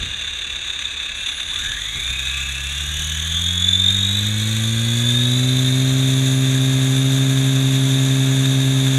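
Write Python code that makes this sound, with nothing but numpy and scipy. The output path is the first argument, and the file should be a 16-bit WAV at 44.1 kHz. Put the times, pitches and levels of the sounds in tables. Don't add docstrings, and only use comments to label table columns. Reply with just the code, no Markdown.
import sys
import numpy as np
from scipy import signal
from scipy.fft import rfft, irfft, next_fast_len
from scipy.io import wavfile

SR = 44100
rng = np.random.default_rng(int(sys.argv[2]) if len(sys.argv) > 2 else 0)


def pcm_store(signal):
    levels = np.round(np.clip(np.atleast_2d(signal), -1, 1) * 32767)
    wavfile.write(sys.argv[1], SR, levels.astype(np.int16).T)


N = 396018
TIME = np.arange(N) / SR
SIZE = next_fast_len(N + SR // 2, True)
HZ = np.maximum(np.arange(SIZE // 2 + 1) * SR / SIZE, 1)

GEAR_TEETH, MOTOR_TURNS = 77, 7
FULL_SPEED = 66


def from_db(db):
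    return 10 ** (np.asarray(db) / 20)


def rms_one(x):
    return x / np.sqrt(np.mean(x ** 2) + 1e-20)


def in_time(rows):
    return np.interp(TIME, *np.transpose(rows))


def by_speed(speed, full_db, doubling_db):
    return full_db + doubling_db * np.log2(speed / FULL_SPEED)


def bell(x, centre, half_width):
    return np.exp(-((x - centre) / half_width) ** 2)


def gate(start, end, ramp_s=0.011):
    return np.clip(np.minimum(TIME - start, end - TIME) / ramp_s + .5, 0, 1)


def drift(rate):
    pole = np.exp(-40 * np.pi * rate / SR)
    noise = rng.standard_normal(N // 20 + 3002)
    slow = signal.lfilter([1], [1, -2 * pole, pole * pole], noise)[3000:]
    return np.interp(np.arange(N) / 20, np.arange(len(slow)), rms_one(slow))


def shape(points):
    hz, db = np.transpose(points)
    return from_db(np.interp(np.log(HZ), np.log(hz), db))


def causal(gain):
    cepstrum = irfft(np.log(gain + 1e-7), SIZE)
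    cepstrum[1:SIZE // 2] *= 2
    cepstrum[SIZE // 2 + 1:] = 0
    return np.exp(rfft(cepstrum))


def through(x, response):
    return irfft(rfft(x, SIZE) * response, SIZE)[:N]


def unit_band(response, low_hz, high_hz):
    return response / np.sqrt(np.mean(np.abs(response) ** 2 * (HZ > low_hz) * (HZ < high_hz)))


def room(x, fade_s=0.27, wall_hz=3820, level_db=-11):
    t = TIME[:SR // 2]
    tail = rng.standard_normal(len(t)) * from_db(-60 * t / fade_s) * (t > .003)
    echoes = rfft(tail / np.sqrt(np.sum(tail ** 2)), SIZE) / (1 + 1j * HZ / wall_hz)
    return x + from_db(level_db) * through(x, echoes)


def airflow(speed, still_db=-57, wash_db=-50.5):
    # (frequency [Hz], relative level [dB])
    rush_tone = [(40, -6), (100, -7), (220, 5.5), (400, 2), (800, 0.5), (1300, 1.5), (2200, -16),
                 (4000, 0.5), (12000, -44)]
    # (frequency [Hz], relative level [dB])
    rumble_tone = [(12, -11), (30, 1), (55, 5.5), (90, -1), (160, -9.5), (350, -19.5), (1000, -38),
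                   (4000, -76)]
    # (time [s], half length [s], level [dB])
    gusts = [(.02, 0.1, -38.5), (1.647, 0.11, -44.5), (1.978, 0.033, -38), (2.107, .03, -43.5),
             (2.97, .15, -48)]
    air = np.hypot(from_db(still_db), from_db(by_speed(speed, full_db=-47, doubling_db=21)))
    wash = from_db(wash_db) + sum(from_db(db) * bell(TIME, s, length) for s, length, db in gusts)
    rush = air * through(rng.standard_normal(N), unit_band(shape(rush_tone), 690, 1028))
    rumble = wash * through(rng.standard_normal(N), unit_band(shape(rumble_tone), 23, 44.8))
    return rush + rumble


def whistle(pace, switching_hz=3359.5, power_on_s=1.15, waver_db=2.0):
    # (idle [dB], low throttle [dB], middle throttle [dB], full throttle [dB])
    harmonics = [(-61, -49, -34, -41.5), (-46, -45, -39.5, -40), (-67, -50, -50, -44.5),
                 (-79, -68, -64, -64)]
    powered = gate(power_on_s, np.inf)
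    broken = np.clip(.45 + .43 * pace ** 2, 0, .97)
    sound = 0
    for k, (idle_db, *throttle_db) in enumerate(harmonics, 1):
        db = idle_db + powered * (np.interp(pace, [0, .75, 1], throttle_db) - idle_db)
        sputter = np.sqrt(1 - broken ** 2) + broken * (drift(270) + 1j * drift(220)) / np.sqrt(2)
        tone = np.real(sputter * np.exp(2j * np.pi * switching_hz * k * TIME))
        sound += from_db(db + waver_db * drift(8.9)) * tone
    return np.sqrt(2) * sound


def blades(angle, level_db, harmonics, pace=1, sharpening=0.19):
    wave = sum(from_db(db) * pace ** (sharpening * max(k - 2, 0)) * np.cos(k * angle)
               for k, db in harmonics)
    return from_db(level_db) * np.sqrt(2) * wave


def shaft_angle(speed, flutter):
    return 2 * np.pi * np.cumsum(speed * (1 + flutter * drift(12))) / SR + rng.uniform(0, 2 * np.pi)


def motor(angle, level_db):
    turn = MOTOR_TURNS * angle + .08 * drift(25)
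    return from_db(level_db) * sum(np.cos(k * turn + rng.uniform(0, 2 * np.pi)) for k in range(2, 8))


def twitches():
    # (start [s], length [s], boost [dB])
    surges = [(1.153, 0.054, 1.5), (1.26, .055, 2.5), (1.36, 0.071, 1.5), (1.533, 0.14, 2)]
    return sum(db * gate(s, s + length) for s, length, db in surges)


def knocks(decay_s=0.0049, gain_db=10.5):
    # (time [s], relative level [dB])
    slaps = [(0.028, -15), (0.0563, -19), (0.2114, -14), (0.7908, -12.5), (0.853, -15.5), (1.0106, -25),
             (1.2884, -15), (1.5588, -11), (1.6591, -15), (1.718, -10.5), (2.077, -12), (2.2712, -11),
             (2.2957, -14)]
    hits = np.zeros(N)
    for s, db in slaps:
        hits[int(s * SR)] = from_db(db + gain_db)
    envelope = signal.lfilter([1], [1, -np.exp(-1 / (decay_s * SR))], hits + 1e-18)
    return envelope * rng.standard_normal(N)


def rattle(pressure, per_s, spread_db=2.0):
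    sizes = from_db(spread_db * np.minimum(rng.exponential(1, N), 4)) * rng.choice([-1, 1], N)
    struck = rng.random(N) < per_s / SR
    return rms_one(struck * sizes * pressure / np.sqrt(per_s))


def bare_gears(sharp, pace, dull_hz=10700):
    # (frequency [Hz], relative level [dB])
    edge_tone = [(2000, -24.5), (4400, -3.5), (5400, -7.5), (6100, 9), (7100, 10.5), (8000, 1.5), (9300, 2),
                 (10200, -5.5), (11000, -1.5), (11900, 0), (13300, -15.5), (15200, -21)]
    soft = through(sharp, 1 / (1 + (HZ / dull_hz) ** 6))
    return through(soft + pace * (sharp - soft), unit_band(causal(shape(edge_tone)), 6980, 13000))


def plastic_frame(shaking, clicks, dip_hz=5300, dip_half_width_hz=260, dip_db=-12.5):
    # (frequency [Hz], width [Hz], relative level [dB])
    rings = [(1166, 127, -18.5), (1659, 362, -10.5), (2040, 310, -17.5), (2443, 840, -12),
             (3763, 244, -6.5), (3587, 325, 2), (3880, 117, -11), (4520, 320, -27.5), (6130, 240, -12),
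             (6720, 880, -15), (8510, 2170, -26.5), (10800, 1200, -38)]
    power = sum((from_db(db) / (1 + (2 * (HZ - hz) / width) ** 2)) ** 2 for hz, width, db in rings)
    response = causal(np.sqrt(power) * from_db(dip_db * bell(HZ, dip_hz, dip_half_width_hz)))
    return through(shaking, response) + through(clicks, unit_band(response, 1060, 2463))


def binding(angle, bind):
    return np.exp(bind * np.cos(angle)) / (1 + bind ** 2 / 2)


def gear_load(speed, shudders, base_db, base_bind, seated=1):
    force, bind = from_db(base_db) * seated, base_bind * seated
    for centre, width, db, extra in shudders:
        swell = bell(speed, centre, width)
        force = force + from_db(db) * swell
        bind = bind + extra * swell
    return 20 * np.log10(force + 1e-9), bind


def teeth(angle, force_db, overtone_db, bind, slack, uneven_db=2.47, swing=1.85, throb=.75):
    mesh = GEAR_TEETH * angle + swing * bind * np.cos(angle) + slack * drift(90)
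    force = np.sqrt(2) * from_db(uneven_db * drift(49)) * (1 + throb * np.cos(MOTOR_TURNS * angle))
    whine = force * from_db(force_db) * binding(angle, bind) * np.cos(mesh)
    slip = .3 * drift(400)
    overtones = sum(np.exp(2 * k * bind * (np.cos(angle) - 1)) * np.cos(k * (mesh + slip))
                    for k in range(2, 5))
    return whine, force * from_db(overtone_db) * overtones


def far_propeller(speed, hum_db, shudders):
    force_db, bind = gear_load(speed, shudders, base_db=-46, base_bind=.15)
    angle = shaft_angle(speed, flutter=0.00204)
    hum = blades(angle, hum_db, harmonics=[(2, -7), (4, -33)])
    slack = np.interp(speed, [34, 48], [1.0, .4])
    whine, overtones = teeth(angle, force_db, force_db + 2, bind, slack)
    buzz = motor(angle, level_db=-33) * speed / speed.max()
    return hum, whine + overtones + buzz, binding(angle, bind)


def near_propeller(speed, load_speed=18.6, firm_speed=33.3, lift_speed=62, base_db=-25):
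    # (multiple of the turn rate, relative level [dB])
    harmonics = [(1, -31.5), (2, 2), (3, -24.5), (4, -5), (5, -34.5), (6, -17.5), (7, -35), (8, -32.5),
                 (9, -25.5), (10, -26.5), (11, -69), (12, -33.5)]
    # (speed [turns/s], half width [turns/s], tooth force [dB], extra bind)
    shudders = [(21.7, 2.5, -34, .05), (33, 2.1, -25.5, 0.17), (41.2, 3.1, -22, 0.045),
                (47.75, 2.8, -24.5, 0.39), (59, 5.3, -26, .05)]
    # (speed [turns/s], wander [radians])
    wander = [(20, 1.1), (32, .55), (42, .25)]
    loaded = 1 / (1 + (load_speed / speed) ** 4)
    firm = 1 / (1 + (firm_speed / speed) ** 12)
    seated = 1 / (1 + (speed / lift_speed) ** 16)
    force_db, bind = gear_load(speed, shudders, base_db, base_bind=.39, seated=seated)
    angle = shaft_angle(speed, flutter=0.00105)
    hum = blades(angle, by_speed(speed, full_db=-19, doubling_db=15.5), harmonics, speed / FULL_SPEED)
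    overtone_db = -28 + .32 * (force_db - base_db)
    slack = np.interp(speed, *np.transpose(wander))
    whine, overtones = teeth(angle, force_db, overtone_db, bind, slack)
    shaking = whine + loaded * motor(angle, level_db=-30.5)
    pressure = binding(angle, bind * speed / (speed + 12))
    bite = np.sqrt(binding(angle, bind))
    return hum, shaking, pressure, bite, firm * overtones


def scene(blade_count=2, clicks_per_s=2600, clicks_per_turn=50, rattle_db=-37.5, flare_db=-16):
    # (time [s], blade passes [1/s])
    near_start = [(0, 14), (1.0, 11), (1.5, 20), (1.62, 41.6), (1.9, 53.2)]
    # (time [s], blade passes [1/s])
    near_run = [(2.13, 64.6), (2.36, 66.9), (2.53, 68.2), (2.7, 69.8), (2.97, 77.3), (3.18, 78.9),
                (3.45, 86.3), (4.09, 98.5), (4.28, 104.7), (4.57, 110.0), (5.29, 123.6), (5.41, 127.1),
                (5.52, 128.8), (5.68, 128.9), (5.81, 131.3), (6.0, 132.0), (6.9, 132.0), (7.11, 133.5),
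                (8.5, 133.3), (8.98, 132.9)]
    # (time [s], speed [turns/s])
    slow_speed = [(0, 14), (2.5, 22), (4.0, 38), (5.0, 44.8), (5.35, 50.6), (5.8, 52.6), (6.7, 59),
                  (7.4, 61.2), (8.98, 61.4)]
    fast_speed = [(0, 36.4), (.5, 35.2), (1.0, 33), (1.7, 39.5), (2.08, 46.5), (3.4, 66), (5.5, 75),
                  (8.98, 76)]
    # (speed [turns/s], half width [turns/s], tooth force [dB], extra bind)
    slow_shudders = [(49.6, 6.6, -22.5, 0.23)]
    fast_shudders = [(35.7, 11.5, -25, 0.33), (78.5, 3.6, -22, .03)]
    # (time [s], relative level [dB])
    fast_hum_levels = [(0, -36.5), (1.0, -39), (1.4, -51), (8.98, -59)]
    near = in_time(list(near_start) + list(near_run)) / blade_count
    slow, fast = in_time(slow_speed), in_time(fast_speed)
    pace = near / FULL_SPEED

    near_hum, near_shake, near_press, bite, flares = near_propeller(near)
    slow_hum_db = by_speed(slow, full_db=-25, doubling_db=18)
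    slow_hum, slow_shake, slow_press = far_propeller(slow, slow_hum_db, slow_shudders)
    fast_hum, fast_shake, fast_press = far_propeller(fast, in_time(fast_hum_levels), fast_shudders)
    hum = near_hum + slow_hum + fast_hum

    jolt_db = twitches()
    pressure = .14 * near_press + .3 * slow_press + .5 * fast_press
    clicks = rattle(pressure * from_db(drift(25)), clicks_per_s + clicks_per_turn * near)
    shaking = near_shake + slow_shake + fast_shake + knocks()
    frame = plastic_frame(shaking, clicks * from_db(rattle_db + jolt_db))
    sharp_db = by_speed(near, full_db=-35, doubling_db=3) + 1.5 * jolt_db
    treble = bare_gears(clicks * bite * from_db(sharp_db) + from_db(flare_db) * flares, pace)
    coils = whistle(pace) * from_db(jolt_db)
    return (room(frame + treble) + coils + hum + airflow((near + slow + fast) / 3))[None]


def record(dry, cutoff_hz=15300):
    return through(dry[0], 1 / (1 + (HZ / cutoff_hz) ** 200))[None]


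dry = scene()
out = record(dry)
pcm_store(out)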